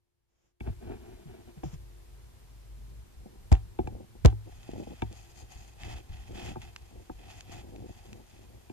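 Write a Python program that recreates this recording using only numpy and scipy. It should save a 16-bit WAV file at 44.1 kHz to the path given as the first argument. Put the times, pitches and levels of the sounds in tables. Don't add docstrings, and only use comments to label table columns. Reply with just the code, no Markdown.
import sys
import numpy as np
from scipy import signal
from scipy.fft import rfft, irfft
from scipy.io import wavfile
from scipy.ndimage import uniform_filter1d

SR = 44100
rng = np.random.default_rng(int(sys.argv[2]) if len(sys.argv) > 2 else 0)


def wav_out(sig):
    wavfile.write(sys.argv[1], SR, np.round(np.clip(np.atleast_2d(sig).T, -1, 1) * 32767).astype(np.int16))


N = 384552
T = np.arange(N) / SR
BIN_HZ = np.arange(N // 2 + 1) * SR / N + 1e-3

# frequency in Hz, relative level in dB.
VENT_SPECTRUM = [(20, -3), (55, 14), (110, 7.5), (200, -10.5), (300, -19), (400, -4.5), (600, -17),
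                 (1000, -12), (1500, -56.5), (4000, -27.5)]
HISS_SPECTRUM = [(100, 15), (1000, 2), (2500, -0.5), (5000, -4), (9000, -6), (14000, -8.5)]
RUMBLE_SPECTRUM = [(12, -16.5), (25, -13.5), (40, -3), (58, 4.5), (80, -7), (105, 4), (135, -9.5),
                   (165, -18.5), (215, -11.5), (280, -21), (350, -16), (450, -30.5), (900, -61)]
SWISH_SPECTRUM = [(500, 5.5), (900, -1), (1600, -4), (2100, -5.5), (3200, -4.5), (4300, -15), (5300, -4),
                  (6000, -5.5), (6900, -2.5), (8300, -20), (14000, -20)]
JOLT_SPECTRUM = [(12, -22), (28, -8.5), (52, 1.5), (80, -4), (140, -15), (220, -27), (600, -64)]
SCUFF_SPECTRUM = [(60, 1), (160, 8), (250, 27), (500, -18), (900, 2.5), (1400, -12.5), (3000, -14),
                  (6000, -43), (14000, -58)]
SLIDE_SPECTRUM = [(50, -39), (130, -11.5), (230, 4.5), (290, -4.5), (360, 7), (480, -8.5), (560, -21),
                  (650, -3), (850, -11), (1100, -23), (1550, -22.5), (2000, -31), (2400, -23), (9000, -66)]
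SLIP_SPECTRUM = [(40, -27), (100, -16), (210, 2.5), (280, -2.5), (360, 3), (430, -8), (490, -3.5),
                 (570, -10), (790, -9.5), (950, -23.5), (1200, -46), (4000, -59)]
RATTLE_SPECTRUM = [(200, 5), (500, 5.5), (800, 8), (1300, 1), (2000, -4.5), (3300, -3), (5000, -16),
                   (7200, -11), (9000, -28), (15000, -35)]
TICK_SPECTRUM = [(400, -11), (1100, 0), (1500, 1.5), (2100, 11.5), (2600, 13), (3200, 7.5), (4200, 4.5),
                 (5500, 6.5), (7000, 5), (9000, -4), (15000, -50)]

# frequency in Hz, phase lag in radians.
PORT_LAG = [(10, 0.4), (50, 0.66), (100, 1.42), (250, 1.81), (600, 1.75), (950, 1.7), (1300, 1.06),
            (2000, -1.8), (3200, -1.71)]
# nominal frequency in Hz, relative level in dB, free T60 in seconds.
CASE_MODES = [(59, 2.5, 0.4), (105.7, 3.5, 0.43), (143.5, 2.5, 0.15), (223, 0.5, 0.088), (318, 2.5, 0.076),
              (365.2, 0.5, 0.09), (480, -5.5, 0.047), (654, -11.5, 0.085), (763.5, -6, 0.13),
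              (860, -0.5, 0.081), (962, -2.5, 0.037), (1224, -0.5, 0.03), (1606, 1, 0.038),
              (2343, 7, 0.081), (2690, 6.5, 0.032), (3460, 2, 0.049)]
# frequency in Hz, width of its wander in Hz, relative level in dB.
POLE_MODES = [(53.54, 3.76, -8.5), (126.5, 7.4, -22)]
# frequency in Hz, nominal width in Hz, left and right relative gain in dB.
SHELL_MODES = [(761, 91, 19, 19), (1310, 210, 5.5, 7), (2060, 296, 10.5, 10), (2590, 208, 3.5, 16),
               (3150, 450, 9, 10), (3910, 1340, -1.5, 0.5), (4830, 870, 0.5, -6.5), (6480, 760, 3.5, -30),
               (8160, 2700, -12.5, -18)]

# time in seconds, relative level in dB.
HUM_LEVELS = [(0, -63), (1.0, -56.5), (2.0, -63), (2.3, -72), (8.72, -67.5)]
TREMOR_LEVELS = [(1.78, -45.5), (2.078, -52.5), (2.164, -46.5), (2.432, -58), (2.7, -43.5), (3.004, -42),
                 (3.044, -53), (3.12, -68)]
HAIR_REST_LEVELS = [(4.4, -82), (4.5, -68), (5.1, -69), (5.48, -72), (7.1, -72), (7.8, -73), (8.72, -75.5)]

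# start in seconds, length in seconds, crest position 0-1, relative level in dB.
SLEEVE_SWISHES = [(.29, 0.23, 0.77, -52.5), (1.637, 0.087, 0, -53.5), (1.725, 0.028, .6, -53)]
HAND_SLIDES = [(.655, 0.064, 0.25, -43.5), (.83, 0.13, .55, -43), (.98, 0.25, 0.34, -53),
               (1.28, 0.14, 0.13, -51), (1.465, 0.041, 0.24, -52), (1.57, 0.014, 0.6, -52)]
MOUNT_CREAKS = [(3.2, .18, 0.9, -58), (3.83, .23, 0, -49.5), (4.46, .035, 0.6, -47),
                (4.735, 0.094, 0.3, -46), (4.87, 0.079, 0.4, -46), (5.11, 0.029, .5, -48),
                (5.425, 0.021, 0.4, -50), (5.85, 0.16, 0.6, -50.5), (6.29, 0.26, .9, -45.5),
                (6.91, 0.12, .4, -52.5), (7.19, 0.195, 0, -57), (7.48, 0.23, 0.9, -51),
                (7.725, 0.14, 0.15, -45), (7.89, 0.025, 0.4, -47), (8.05, .18, 0.96, -49.5),
                (8.34, 0.25, 0.9, -57.5)]
# the same four, then relative treble in dB.
HAIR_STROKES = [(4.59, 0.56, .3, -64.5, -5), (5.142, .11, 0.35, -64.5, 4), (5.28, .045, 0.5, -66, 6),
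                (5.363, 0.061, 0.26, -60, 5), (5.503, .19, 0.04, -61.5, 2), (5.808, 0.18, 0.51, -51, -6.5),
                (6.1, 0.25, 0.17, -60, -6.5), (6.362, .16, 0.73, -48.5, -6.5),
                (6.616, .075, 0.13, -55.5, -6.5), (7.194, 0.12, 0.4, -62, -11), (7.286, .12, 0.12, -57, -2),
                (7.44, 0.057, 0.7, -64.5, -9), (7.512, 0.1, 0.1, -53.5, -5.5), (7.87, 0.26, 0.37, -65, -2),
                (8.296, 0.15, 0, -65.5, -1.5)]

# start in seconds, relative level in dB.
HAND_JOLTS = [(.6, -47), (0.664, -36.5), (.87, -44), (1.27, -53), (1.73, -42), (3.168, -46), (3.4, -48),
              (3.62, -43.5), (3.784, -35), (3.84, -40), (3.93, -53), (4.17, -47.5), (4.51, -45.5),
              (4.69, -44), (5.55, -46), (5.77, -45.5), (5.935, -41.5), (6.093, -37.5), (6.2, -50),
              (6.3, -40.5), (6.45, -36.5), (6.6, -47), (6.81, -53), (6.95, -52), (7.105, -44.5)]
PALM_THUDS = [(0.687, -35), (1.253, -37), (1.568, -38.5), (1.651, -28), (1.728, -32.5)]
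MOUNT_SLIPS = [(3.259, -38.5), (3.924, -42), (3.951, -35), (4.005, -37.5), (4.153, -43.5), (4.691, -32),
               (4.734, -32), (4.757, -31), (4.78, -33.5), (4.8, -29.5), (4.828, -33.5), (4.871, -33.5),
               (4.919, -33.5), (6.296, -44), (7.822, -40), (7.895, -36.5)]
# start in seconds, then relative level, bass, upper mid, treble in dB.
FINGER_TAPS = [(0.606, -34.5, -2, -15, -11), (0.672, -34, 2.5, -10, -19), (0.895, -32.5, -16, -33, -34),
               (1.634, -25.5, -7, -17, -26.5), (3.789, -16, -16, -23, -32.5), (3.872, -28.5, -11, -11, -21),
               (4.325, -34.5, -8, -14, -32), (5.021, -21, -6.5, -14, -15), (6.557, -31.5, -25, -5.5, -44),
               (6.565, -33.5, -6, -19, -31), (7.097, -31, -19, -7.5, -40), (8.697, -35, -11, -22, -19.5)]
# start in seconds, thump gain in dB, initial pitch in Hz, rise in seconds,
# decay in seconds, ring gain in dB, rattle gain in dB.
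KNOCKS = [(3.517, 9, 123.6, 0.0082, 0.011, -21.5, -31), (4.2482, 15, 188.3, 0.0045, 0.0098, -15, -29)]
# start in seconds, relative level in dB, treble shelf in dB.
TICKS = [(3.519, -36, 12), (3.5254, -14, 4.5), (3.552, -30, -17), (3.874, -39.5, 1), (4.25, -11.5, 0),
         (4.2586, -6.5, 2.5), (4.631, -37.5, -7), (4.7152, -43.5, -2), (5.0201, -37, 0), (5.1274, -42.5, 9),
         (5.8344, -24.5, -13), (6.4916, -41, -2), (6.6174, -34, -4), (6.762, -23, -7.5),
         (7.408, -32.5, 1.5), (7.7615, -42, -1), (8.1303, -35.5, -2)]


def undb(db):
    return 10 ** (np.asarray(db) / 20)


def unit(x):
    return x / np.sqrt(np.mean(x ** 2))


def over_hz(points, hz):
    point_hz, value = np.transpose(points)
    return np.interp(np.log(hz), np.log(point_hz), value)


def swell(rows):
    time_s, db = np.transpose(rows)
    gain = undb(np.interp(T, time_s, db)) * (T >= time_s[0]) * (T <= time_s[-1])
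    return uniform_filter1d(gain, size=400)


def colour(x, spectrum):
    cepstrum = irfft(np.log(undb(over_hz(spectrum, BIN_HZ))), N)
    cepstrum[1:N // 2] *= 2
    cepstrum[N // 2 + 1:] = 0
    return irfft(rfft(x) * np.exp(rfft(cepstrum)), N)


def noise(spectrum, shape=N):
    return unit(colour(rng.standard_normal(shape), spectrum))


def walk(rate_hz):
    hold = int(SR / rate_hz)
    steps = np.repeat(rng.standard_normal(N // hold + 1), hold)[:N]
    return unit(uniform_filter1d(steps, hold))


def grains(per_s, spread_db):
    impulses = (rng.random(N) < per_s / SR) * rng.choice([-1, 1], N)
    return unit(impulses * undb(spread_db * np.clip(rng.standard_normal(N), -2, 2)))


def add(track, start_s, sound):
    i = int(start_s * SR)
    track[i:i + len(sound)] += sound[:N - i]


def ports(x, right_db=-1.28):
    lagged = irfft(rfft(x) * np.exp(-1j * over_hz(PORT_LAG, BIN_HZ)), N)
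    return np.array([x, undb(right_db) * lagged])


def stroke(start_s, length_s, crest, db, sag_db, edge_s):
    end_s = start_s + length_s
    arch_db = np.interp(T, [start_s, start_s + crest * length_s, end_s], [-sag_db, 0, -sag_db])
    gate = np.interp(T, [start_s - edge_s, start_s, end_s, end_s + edge_s], [0, 1, 1, 0])
    return undb(db + arch_db) * gate


def movements(rows, sag_db, edge_s):
    return sum(stroke(*row, sag_db, edge_s) for row in rows)


def release(samples, chatter, chatter_s):
    burst = chatter * rng.standard_normal(samples) * np.exp(-T[:samples] / chatter_s)
    burst[0] = 1
    return burst / np.linalg.norm(burst)


def damped_body(force, spectrum):
    return colour(force, spectrum) / np.abs(colour(1. * (T == 0), spectrum)).max()


def snaps(rows, spectrum, chatter, chatter_s):
    force = np.zeros(N)
    for start_s, db, *_ in rows:
        add(force, start_s, undb(db) * release(4096, chatter, chatter_s))
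    return damped_body(force, spectrum)


def thump(start_hz, rest_hz, glide_s, rise_s, decay_s):
    t = T[:SR // 2]
    cycles = np.cumsum(rest_hz + (start_hz - rest_hz) * np.exp(-t / glide_s)) / SR
    return np.sin(2 * np.pi * cycles) * (1 - np.exp(-(t / rise_s) ** 2)) * np.exp(-t / decay_s)


def ventilation(air_db=-56.5, hum_hz=350.6):
    air = ports(noise(VENT_SPECTRUM)) * undb(air_db + 1.3 * walk(5))
    hum = np.sin(2 * np.pi * np.cumsum(hum_hz + 1.6 * walk(4.9)) / SR)
    return air + ports(hum) * swell(HUM_LEVELS) * undb(2 * walk(5.5))


def hiss(gain_db=-62):
    return noise(HISS_SPECTRUM, (2, N)) * undb(gain_db)


def rumble(pressure, sliding, strain, hold_db=-62, hair_db=9.5, slide_db=1, strain_db=-1):
    hold = undb(hold_db + 3 * walk(4))
    drives = [hold, undb(hair_db) * pressure, undb(slide_db) * sliding, undb(strain_db) * strain]
    return ports(noise(RUMBLE_SPECTRUM) * np.sqrt(sum(drive ** 2 for drive in drives)))


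def sleeve(gain_db=1):
    rubbing = movements(SLEEVE_SWISHES, sag_db=10, edge_s=0.012)
    return noise(SWISH_SPECTRUM, (2, N)) * rubbing * undb(gain_db)


def jolts(rise_s=0.0085, decay_s=0.052, gain_db=5):
    sway, t = np.zeros(N), T[:SR // 2]
    for start_s, db in HAND_JOLTS:
        add(sway, start_s, undb(db + gain_db) * (1 - np.exp(-t / rise_s)) * np.exp(-t / decay_s))
    return ports(noise(JOLT_SPECTRUM) * sway)


def case_ring(bass_db, mid_db, treble_db, loss_db_per_cycle=0, scatter_db=2, detune=0.0207):
    hz, db, t60_s = np.transpose(CASE_MODES)[:, :, None]
    t = T[:SR // 2]
    level_draw, pitch_draw = rng.standard_normal((2, len(hz), 1))
    contact = [(130, bass_db), (260, 0.0077), (800, 0.0045),
               (1100, mid_db), (1450, mid_db), (2000, treble_db)]
    polarity = (-1) ** np.arange(len(hz))[:, None]
    share = polarity * undb(db + scatter_db * level_draw + over_hz(contact, hz))
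    decay = undb(-60 * t / t60_s - loss_db_per_cycle * hz * t)
    return np.sum(share * np.sin(2 * np.pi * hz * (1 + detune * pitch_draw) * t) * decay, axis=0)


def taps(ring_db=-5, scuff_db=-16):
    ring = np.zeros(N)
    for start_s, db, *shares_db in FINGER_TAPS:
        add(ring, start_s, undb(db + ring_db) * case_ring(*shares_db, loss_db_per_cycle=0.35))
    scuff = snaps(FINGER_TAPS, SCUFF_SPECTRUM, chatter=0.12, chatter_s=0.013)
    return ports(ring + undb(scuff_db) * scuff)


def grip(sliding, slide_db=4, catch_db=2, skin_db=-70, knee_db=-62):
    friction = unit(colour(grains(per_s=700, spread_db=0.5), SLIDE_SPECTRUM))
    slide = friction * sliding * undb(slide_db + catch_db * walk(45.2))
    skin = unit(irfft(rfft(rng.standard_normal(N)) * resonance(hz=2280, width_hz=2200) ** 2, N))
    return ports(slide + skin * np.tanh(sliding / undb(knee_db)) * undb(skin_db))


def resonance(hz, width_hz):
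    return 1 / (1 + 1j * (BIN_HZ ** 2 - hz ** 2) / (BIN_HZ * width_hz))


def thuds(gain_db=3):
    body = np.zeros(N)
    thud = thump(start_hz=185, rest_hz=95, glide_s=0.033, rise_s=0.0068, decay_s=0.019)
    for start_s, db in PALM_THUDS:
        add(body, start_s, undb(db + gain_db) * thud)
    return ports(body)


def pole_hum(gain_db=-1, waver_db=1, waver_hz=7.3):
    bends = np.zeros(N)
    for hz, width_hz, db in POLE_MODES:
        gain = undb(db + waver_db * walk(waver_hz))
        pitch_hz = hz + width_hz / 2 * walk(waver_hz)
        bends += gain * np.sin(2 * np.pi * np.cumsum(pitch_hz) / SR)
    return ports(unit(bends) * swell(TREMOR_LEVELS) * undb(gain_db))


def mount(strain, small_slip_db=-5, slip_db=3):
    fine = grains(per_s=260, spread_db=1.5)
    small_slips = undb(small_slip_db) * grains(per_s=53, spread_db=6.5)
    creak = unit(colour(fine + small_slips, SLIP_SPECTRUM)) * strain
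    slips = snaps(MOUNT_SLIPS, SLIP_SPECTRUM, chatter=0.07, chatter_s=0.0093)
    return ports(creak + undb(slip_db) * slips)


def knocks(rest_hz=44, glide_s=0.01146, rattle_s=0.019):
    body, shaking = np.zeros(N), np.zeros(N)
    for start_s, db, start_hz, rise_s, decay_s, ring_db, rattle_db in KNOCKS:
        blow = undb(db) * thump(start_hz, rest_hz, glide_s, rise_s, decay_s)
        ring = undb(ring_db) * case_ring(bass_db=-9, mid_db=-37, treble_db=-43)
        add(body, start_s, blow + ring)
        add(shaking, start_s, undb(rattle_db) * np.exp(-T[:SR // 2] / rattle_s))
    rattle = colour(grains(per_s=1200, spread_db=4), RATTLE_SPECTRUM)
    return ports(body) + shaking * unit(ports(rattle))


def ticks(gain_db=3, right_boost_db=1, samples=1024):
    force = np.zeros(N)
    shelf = over_hz([(2500, 0), (6000, 1)], np.arange(1, samples // 2 + 2) * SR / samples)
    for start_s, db, treble_db in TICKS:
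        burst = release(samples, chatter=0.14, chatter_s=0.0016)
        burst = np.roll(burst, 16)
        add(force, start_s, undb(db) * irfft(rfft(burst) * undb(treble_db * shelf)))
    return ports(damped_body(force, TICK_SPECTRUM)) * undb(gain_db + np.array([[0], [right_boost_db]]))


def hair_contact(sag_db=6, edge_s=0.034, rest_treble_db=-1):
    strokes = [stroke(*row[:4], sag_db, edge_s) for row in HAIR_STROKES]
    power = np.array(strokes + [swell(HAIR_REST_LEVELS)]) ** 2
    treble_db = np.array([row[4] for row in HAIR_STROKES] + [rest_treble_db])
    total = power.sum(axis=0) + 1e-18
    return np.sqrt(total), undb(treble_db @ power / total)


def strands(stiff_db=-3.5):
    return grains(per_s=5000, spread_db=2) + undb(stiff_db) * grains(per_s=90, spread_db=1.5)


def hair(pressure, treble_gain, gain_db=5, treble_db=3, flicker_db=1.5, shared=0.58, split_hz=4500):
    common, channels = ports(strands()), []
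    for port in range(2):
        own = strands()
        bands = [(hz, undb(db[port]) * resonance(hz, 2 * width_hz) ** 2)
                 for hz, width_hz, *db in SHELL_MODES]
        low = sum(band for hz, band in bands if hz < split_hz)
        high = sum(band for hz, band in bands if hz >= split_hz)
        whole = irfft(rfft(shared * common[port] + (1 - shared) * own) * low, N)
        local = irfft(rfft(own) * high, N)
        channels.append(whole + treble_gain * undb(treble_db) * local)
    return unit(np.array(channels)) * pressure * undb(gain_db + flicker_db * walk(70))


def scene():
    pressure, treble_gain = hair_contact()
    sliding = movements(HAND_SLIDES, sag_db=8.5, edge_s=0.025)
    strain = movements(MOUNT_CREAKS, sag_db=3.5, edge_s=0.0071)
    rubbing = hair(pressure, treble_gain) + grip(sliding) + sleeve() + mount(strain)
    shaking = rumble(pressure, sliding, strain) + pole_hum() + jolts()
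    blows = thuds() + knocks() + taps() + ticks()
    return rubbing + shaking + blows + ventilation() + hiss()


def record(dry, faint_db=-25, step_at_s=0.598, step_s=0.0049, ceiling=0.37, top_hz=14400):
    stepped = dry * undb(np.interp(T, [step_at_s, step_at_s + step_s], [faint_db, 0]))
    clipped = stepped / (1 + (stepped / ceiling) ** 8) ** (1 / 8)
    lowpass = signal.ellip(10, 0.2, 70, top_hz, fs=SR, output="sos")
    return signal.sosfilt(lowpass, clipped)


dry = scene()
out = record(dry)
wav_out(out)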